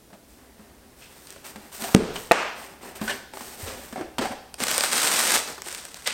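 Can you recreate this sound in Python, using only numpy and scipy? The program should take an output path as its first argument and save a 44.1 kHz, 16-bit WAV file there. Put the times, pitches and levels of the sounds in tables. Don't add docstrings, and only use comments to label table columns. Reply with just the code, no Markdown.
import sys
import numpy as np
from scipy import signal
from scipy.io import wavfile
from scipy.ndimage import uniform_filter1d

SR = 44100
rng = np.random.default_rng(int(sys.argv[2]) if len(sys.argv) > 2 else 0)


def log_audio(samples):
    frames = np.atleast_2d(samples).T
    limited = np.clip(frames, -1, 1)
    pcm = np.round(limited * 32767).astype(np.int16)
    wavfile.write(sys.argv[1], SR, pcm)


N = 270333
TIME = np.arange(N) / SR
HIT_TIME = np.arange(8192) / SR
BINS = np.fft.rfftfreq(4096, 1 / SR)

# (time [s], level [dB], decay [s], hiss over level [dB], rasp pitch [Hz], rasp
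# over level [dB])
EDGE_SCUFFS = [(0.099, -57, 0.014, -18, 640, 7), (0.126, -48.5, 0.019, -10, 605, 4),
               (1.006, -56.5, 0.067, 5, 2700, 5), (1.268, -68.5, 0.093, 18.5, 2820, -2),
               (1.44, -49, 0.026, 3.5, 2480, 0), (1.836, -37, 0.017, 4.5, 680, 6),
               (1.879, -38, 0.021, -8, 785, 4), (1.943, -24, 0.0042, -10, 890, -14),
               (2.154, -32, 0.014, -16, 2980, 1.5), (2.955, -47.5, 0.15, -16, 1630, 0.5),
               (3.076, -31.5, 0.012, -3, 1580, 5.5), (3.09, -32, 0.028, 0.5, 1710, 4.5),
               (3.655, -40.5, 0.075, 1.5, 524, 4), (3.963, -47, 0.049, -12, 597, 12.5),
               (4.183, -23.5, 0.0047, -5.5, 3280, 1), (4.205, -28, 0.052, -7, 523, -10),
               (4.312, -31.5, 0.014, -23, 820, -5), (6.055, -36.5, 0.054, 9, 2090, 4)]
# (time [s], clack [dB], thump [dB], thump pitch [Hz])
BOX_KNOCKS = [(0.128, -58, -42, 196), (0.594, -52, -40.5, 212), (1.362, -36, -39.5, 574),
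              (1.559, -26.5, -34.5, 211), (1.822, -31, -28, 231), (3.014, -21.5, -21.5, 215),
              (3.336, -27.5, -31.5, 865), (3.371, -25.5, -55, 736), (3.408, -29, -35, 243),
              (3.926, -26.5, -30.5, 233), (3.959, -34, -24.5, 760), (3.978, -43, -27, 244.6),
              (3.994, -45, -30, 380), (4.01, -29.5, -22, 329), (4.183, -16.5, -31, 224),
              (4.191, -19.5, -18.5, 240), (4.213, -32, -21, 522), (4.255, -20.5, -23, 760),
              (4.306, -35, -28.5, 239), (4.321, -48, -30.5, 750), (4.603, -18.5, -32, 234),
              (4.619, -23, -27, 234), (5.58, -29, -40, 389), (5.666, -32.5, -36.5, 357)]
# (start [s], length [s], drone [dB], hiss [dB])
SLIDES = [(0.276, 0.19, -79, -59.5), (0.37, 0.22, -52, -73), (0.57, 0.27, -53, -66),
          (0.81, 0.26, -54.5, -74), (0.96, 0.24, -63, -56), (1.093, 0.61, -52, -54),
          (1.441, 0.12, -48, -44.5), (1.55, 0.37, -50.5, -57.5), (1.716, 0.17, -54, -43),
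          (1.791, 0.27, -40.5, -38.5), (2.131, 0.24, -48, -43.5), (2.546, 0.28, -44, -48.5),
          (2.81, 0.19, -39.5, -49.5), (2.952, 0.058, -46, -43.5), (3.002, 0.28, -38.5, -42.5),
          (3.325, 0.49, -45, -44), (3.585, 0.3, -44.5, -44.5), (3.77, 0.33, -46, -48),
          (4.329, .25, -61, -79)]
# (time [s], level [dB])
CREASE_SNAPS = [(1.271, -43), (1.305, -37), (1.325, -39), (1.822, -24.5), (4.542, -26.5), (4.603, -22.5),
                (4.637, -10), (4.669, -13.5), (4.683, -10), (4.714, -10), (4.747, -13), (4.78, -5),
                (4.808, -7.5), (4.837, -5), (4.843, -12.5), (4.931, -8.5), (5.04, -27), (5.073, -10),
                (5.17, -19), (5.203, -7), (5.476, -25), (5.62, -24.5), (5.676, -31), (5.727, -26.5),
                (5.748, -22), (5.852, -25.5), (5.944, -31), (6.072, -18), (6.075, -10.5)]
# (time [s], level [dB], crack over level [dB])
FLAP_SLAPS = [(1.948, 10, -13), (1.9638, -5, -9)]
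# (time [s], level [dB], splinter over level [dB])
FOLD_CRACKS = [(2.3121, 4.5, -21), (2.318, 5.5, -9)]
# (start [s], length [s], pitch [Hz], level [dB])
FLAP_SQUEAKS = [(3.087, 0.049, 594, -29.5)]
# (multiple of the pitch, level [dB])
SQUEAK_HARMONICS = [(1, -3.5), (3, 0), (5, -3.5)]
# (time [s], level [dB], pitch [Hz], decay [s])
AIR_PUFFS = [(3.63, -26.5, 90, 0.0058)]
# (time [s], pitch [Hz], level [dB])
GROAN_CURVE = [(4.196, 263, -40), (4.223, 338.5, -22), (4.243, 472, -29), (4.256, 807, -24),
               (4.272, 813, -29), (4.3, 840, -52)]
# (start [s], hold [s], fizz [dB], hollow rustle [dB])
PILLOW_MOVES = [(4.578, .06, -30, -36), (4.645, 0.13, -27, -38.5), (4.768, 0.17, -26, -39),
                (4.881, 0.392, -22.5, -34.5), (5.245, 0.12, -22, -32.5), (5.45, 0.045, -36, -37.5),
                (5.628, 0.17, -38, -55), (5.796, 0.46, -46.5, -55.5)]

# (frequency [Hz], width [Hz], level [dB])
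PANEL_RESONANCES = [(240, 66, 7), (394, 20, 11.5), (535, 55, 2.5), (756, 280, 0.5), (1040, 250, -17),
                    (1570, 100, -9), (1790, 480, -6), (2700, 290, -12)]
# (frequency [Hz], level [dB], t60 [s])
SLAPPED_BOX_MODES = [(133, -19, 0.019), (199, -5.5, 0.089), (243.5, -11, 0.12), (306, 5, 0.017),
                     (418, -11.5, 0.046), (433, -17, 0.097), (537, -11.5, 0.031), (764, -19, 0.031),
                     (1200, -13, 0.013)]
TAUT_FLAP_MODES = [(421, -45, 0.055), (498, -6, 0.025), (699, -2.5, 0.025), (858, -10.5, 0.036),
                   (1210, 3.5, 0.0055), (1810, -8.5, 0.019), (2500, -6, 0.0091)]

# (frequency [Hz], relative level [dB])
CLACK_EQ = [(40, -17), (100, -5), (350, -1), (800, 4.5), (1800, -2), (3200, -13.5), (7000, -17.5),
            (16000, -21.5)]
HISS_EQ = [(300, -37), (1200, 11), (2800, 13), (6000, 7.5), (9000, 2), (16000, -13.5)]
BRUSH_EQ = [(300, -7), (1500, 5), (3000, 1.5), (6000, 1.5), (9000, 1), (11000, 1), (16000, 3.5)]
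SNAP_BODY_EQ = [(50, -29), (150, -13), (500, 17), (2000, 10.5), (4500, 6), (8000, -10), (16000, 2)]
SNAP_EDGE_EQ = [(100, -5), (1000, 9), (5000, 15), (8000, 14), (12500, 8), (16000, 6)]
SLAP_BLOOM_EQ = [(40, -10), (100, -8.5), (180, -1.5), (290, -1), (420, 3.5), (480, -4), (560, -11),
                 (800, -18), (2000, -25), (5000, -33.5), (9000, -36.5), (16000, -55)]
CRACK_BLOOM_EQ = [(80, -16), (300, 4.5), (650, 5.5), (1200, 3), (2600, -1), (3800, -13), (7000, -16),
                  (10000, -25), (16000, -41)]
FILM_EQ = [(100, -22), (600, -1.5), (1500, 2), (2600, -1.5), (4500, -2.5), (7000, -3), (10000, -5),
           (16000, -12)]
PILLOW_EQ = [(60, -38), (130, -9.5), (210, 0), (330, -0.5), (600, -0.5), (1100, -5.5), (1700, -6),
             (3000, -32), (8000, -33)]
FLOOR_EQ = [(20, -15), (40, -7), (60, 1), (110, -10), (250, -7), (500, -13), (1000, -21.5), (3000, -28),
            (6500, -28.5), (8700, -33.5), (10900, -22), (12800, -31.5), (16000, -25)]

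# (frequency [Hz], t60 [s])
REVERB_T60 = [(100, 0.8), (250, 0.1959), (600, 0.7038), (2000, 0.72), (5000, 0.83), (9000, 0.42),
              (16000, 1.32)]
# (frequency [Hz], gain [dB])
REVERB_EQ = [(60, 15), (160, -3), (400, 4.5), (1200, 0.5), (3000, 0.5), (8000, 3.5), (16000, -8)]
MIC_EQ = [(20, -5), (5500, 1), (6900, 0), (8700, 6.5), (9700, 0), (10900, -8.5), (12800, 2), (16000, -7)]


def amp(db):
    return 10 ** (np.asarray(db) / 20)


def unit(x):
    return x / np.sqrt(np.mean(x ** 2) + 1e-20)


def read(points, hz):
    f, value = np.transpose(points)
    return np.interp(np.log(hz + 1), np.log(f + 1), value)


def add(mix, s, sound):
    part = mix[max(round(s * SR), 0):][:len(sound)]
    part += sound[:len(part)]


def colour(x, gain, keep_power=True):
    if keep_power:
        gain = gain / np.sqrt(np.mean(gain ** 2))
    log_gain = np.log(np.maximum(gain, 1e-5))
    mirrored = np.concatenate([log_gain, log_gain[-2:0:-1]])
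    taps = np.fft.ifft(np.exp(np.conj(signal.hilbert(mirrored)))).real
    return signal.fftconvolve(x, taps)[:len(x)]


def eq(x, curve, keep_power=True):
    return colour(x, amp(read(curve, BINS)), keep_power)


def resonance(hz, q):
    return 1 / np.hypot(1, q * (BINS / hz - hz / (BINS + 1)))


def panel(x):
    power = sum(amp(db) ** 2 / (1 + ((BINS ** 2 - hz ** 2) / (width * BINS + 1)) ** 2)
                for hz, width, db in PANEL_RESONANCES)
    return colour(x, np.sqrt(power / (1 + (BINS / 5000) ** 2)))


def grains(size, per_s, spread_db):
    chance, strength, sign = rng.random((3, size))
    height = amp(spread_db * np.minimum(-np.log(1 - strength), 4))
    return unit((chance < per_s / SR) * height * np.sign(sign - .5))


def burst(decay_s):
    return rng.standard_normal(len(HIT_TIME)) * np.exp(-HIT_TIME / decay_s)


def ring(modes, rise_s):
    tones = sum(amp(db - 60 * HIT_TIME / t60) * np.sin(2 * np.pi * hz * HIT_TIME)
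                for hz, db, t60 in modes)
    return (1 - np.exp(-HIT_TIME / rise_s)) * tones


def arch(length, peak):
    progress = np.arange(0, length, 1 / SR) / length
    return np.sin(np.pi * progress ** (np.log(.5) / np.log(peak)))


def pressure(per_s, depth_db):
    knots = np.arange(0, TIME[-1] + 1, 1 / per_s)
    wander = rng.standard_normal(4096)[:len(knots)]
    return unit(amp(depth_db * np.interp(TIME, knots, wander)))


def waver(size, depth, smooth_samples):
    return 1 + depth * unit(uniform_filter1d(rng.standard_normal(SR), smooth_samples))[:size]


def scuffs():
    out = np.zeros(N)
    for s, db, decay, hiss_db, hz, rasp_db in EDGE_SCUFFS:
        rise = 0.27 * decay
        swell = np.minimum(HIT_TIME / rise, np.exp((rise - HIT_TIME) / decay))
        deep, mid, fine, edge = (swell * grains(len(swell), per_s=2500, spread_db=2) for _ in range(4))
        body = amp(-5.5) * panel(deep) + amp(-1) * eq(mid, CLACK_EQ)
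        rasp = colour(edge, resonance(hz, q=6.3) + amp(-14) * resonance(hz * 1.9, q=33))
        add(out, s, amp(db) * (body + amp(hiss_db) * eq(fine, HISS_EQ) + amp(rasp_db) * rasp))
    return out


def knocks():
    out = np.zeros(N)
    for s, clack_db, thump_db, hz in BOX_KNOCKS:
        cycles = hz * HIT_TIME
        flex = np.sin(2 * np.pi * cycles) * np.exp(-cycles / 4.34) * (1 - np.exp(-cycles / 0.22))
        thump = amp(thump_db + 2.5) * (flex + 0.26 * panel(burst(0.019)))
        clack = amp(clack_db - 5.5) * eq(burst(0.0054), CLACK_EQ)
        tick = amp(clack_db - 19) * eq(burst(0.0082), HISS_EQ)
        add(out, s, thump + clack + tick)
    return out


def sliding():
    drone = panel(grains(N, per_s=2500, spread_db=0))
    rasp = amp(-6.5) * eq(grains(N, per_s=1700, spread_db=0), CLACK_EQ)
    hiss = eq(grains(N, per_s=7200, spread_db=3.5), BRUSH_EQ)
    rub_gain, hiss_gain = np.zeros((2, N))
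    for s, length, drone_db, hiss_db in SLIDES:
        speed = arch(length, peak=0.22)
        add(rub_gain, s, amp(drone_db - 3) * speed ** 0.7)
        add(hiss_gain, s, amp(hiss_db + 3.5) * speed ** 1.83)
    return (rub_gain * (drone + rasp) + hiss_gain * hiss) * pressure(per_s=60, depth_db=1.04)


def snaps():
    out = np.zeros(N)
    for s, db in CREASE_SNAPS:
        body = amp(db - 9.5) * eq(burst(0.0037), SNAP_BODY_EQ)
        edge = amp(0.59 * db - 10) * eq(burst(0.001), SNAP_EDGE_EQ)
        add(out, s, body + edge)
    return out


def flap_slap():
    out = np.zeros(N)
    for s, db, crack_db in FLAP_SLAPS:
        add(out, s, amp(db + crack_db) * eq(burst(0.00099), FILM_EQ))
        add(out, s + 0.00028, amp(db + 2.5) * ring(SLAPPED_BOX_MODES, rise_s=0.0016))
        add(out, s, amp(db + 14) * eq(room_tail(), SLAP_BLOOM_EQ))
    return out


def fold_crack():
    out = np.zeros(N)
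    for s, db, splinter_db in FOLD_CRACKS:
        splinter = eq(burst(0.0013), HISS_EQ) + amp(-0.5) * eq(burst(0.0023), SNAP_BODY_EQ)
        flap = ring(TAUT_FLAP_MODES, rise_s=0.00057)
        add(out, s, amp(db) * (amp(splinter_db - 4) * splinter - flap))
        add(out, s, amp(db + 9) * eq(room_tail(), CRACK_BLOOM_EQ))
    return out


def squeak(sag_hz_per_s=630):
    out = np.zeros(N)
    for s, length, hz, db in FLAP_SQUEAKS:
        speed = arch(length, peak=0.56)
        pitch = hz - sag_hz_per_s * TIME[:len(speed)]
        cycles = np.cumsum(pitch * waver(len(speed), depth=0.026, smooth_samples=100)) / SR
        tone = sum(amp(level) * np.sin(2 * np.pi * k * cycles) for k, level in SQUEAK_HARMONICS)
        add(out, s, amp(db) * speed * tone)
    return out


def air_puff():
    out = np.zeros(N)
    for s, db, hz, decay in AIR_PUFFS:
        swell = HIT_TIME / decay * np.exp(1 - HIT_TIME / decay)
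        add(out, s, amp(db) * swell * np.sin(2 * np.pi * hz * HIT_TIME))
    return out


def groan():
    s, hz, db = np.transpose(GROAN_CURVE)
    t = np.arange(s[0], s[-1], 1 / SR)
    pitch = np.interp(t, s, hz) * waver(len(t), depth=0.049, smooth_samples=60)
    phase = 2 * np.pi * np.cumsum(pitch) / SR
    tone = unit(np.sin(phase) + amp(-11) * np.sin(2 * phase))
    out = np.zeros(N)
    add(out, s[0], amp(np.interp(t, s, db) - 6) * tone)
    return out


def crinkle(attack_s=0.041, release_db_per_s=217):
    fizz = eq(grains(N, per_s=6000, spread_db=3.5), FILM_EQ)
    clicks = grains(N, per_s=200, spread_db=1)
    crackle_power = signal.lfilter([1], [1, -np.exp(-1 / (0.00089 * SR))], clicks ** 2)
    crackle = unit(eq(np.sqrt(crackle_power) * rng.standard_normal(N), FILM_EQ))
    film = amp(-3) * fizz + amp(-4.5) * crackle
    hollow = eq(grains(N, per_s=1000, spread_db=2), PILLOW_EQ)
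    film_gain, hollow_gain = np.zeros((2, N))
    for s, hold, fizz_db, hollow_db in PILLOW_MOVES:
        tighten = np.clip((TIME - s) / attack_s, 0, 1)
        relax = amp(-release_db_per_s * np.maximum(TIME - s - hold, 0))
        film_gain = np.maximum(film_gain, amp(fizz_db) * tighten * relax)
        hollow_gain = np.maximum(hollow_gain, amp(hollow_db) * tighten * relax)
    return (film_gain * film + hollow_gain * hollow) * pressure(per_s=70, depth_db=1.1)


def room_tail():
    reflections = grains(SR, per_s=6000, spread_db=-1) * np.clip((TIME[:SR] - .004) / 0.0043, 0, 1)
    hz, frame_s, bands = signal.stft(reflections, SR, nperseg=256)
    decay = amp(-60 * frame_s / read(REVERB_T60, hz)[:, None])
    tail = signal.istft(bands * decay, SR, nperseg=256)[1]
    return tail / np.linalg.norm(tail)


def room(x, wet_db):
    tail = eq(room_tail(), REVERB_EQ, keep_power=False)
    return x + amp(wet_db) * signal.fftconvolve(x, tail)[:N]


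def scene():
    cardboard = room(sliding() + scuffs() + groan() + air_puff(), wet_db=-9.5)
    cardboard += room(squeak(), wet_db=-17) + room(knocks(), wet_db=-5)
    plastic = room(crinkle() + snaps(), wet_db=-10.5)
    blows = flap_slap() + fold_crack()
    middle = cardboard + plastic + blows + amp(-51) * eq(rng.standard_normal(N), FLOOR_EQ)
    side = amp(-74) * eq(rng.standard_normal(N), FLOOR_EQ)
    return np.array([middle + side, middle - side])


def limiter(x, recover_db_per_s, attack_s):
    over_db = np.maximum(20 * np.log10(abs(x).max(0) + 1e-9), 0)
    recovery_db = recover_db_per_s * TIME
    duck_db = np.maximum.accumulate(over_db + recovery_db) - recovery_db
    pole = np.exp(-1 / (attack_s * SR))
    return x * amp(-signal.lfilter([1 - pole], [1, -pole], duck_db))


def record(dry):
    heard = np.array([eq(channel, MIC_EQ, keep_power=False) for channel in dry])
    limited = limiter(heard, recover_db_per_s=55, attack_s=0.0027)
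    high_cut = signal.firwin(511, cutoff=16100, window=("kaiser", 9), fs=SR)
    return signal.oaconvolve(np.clip(limited, -1, 1), high_cut[None], "same")


dry = scene()
out = record(dry)
log_audio(out)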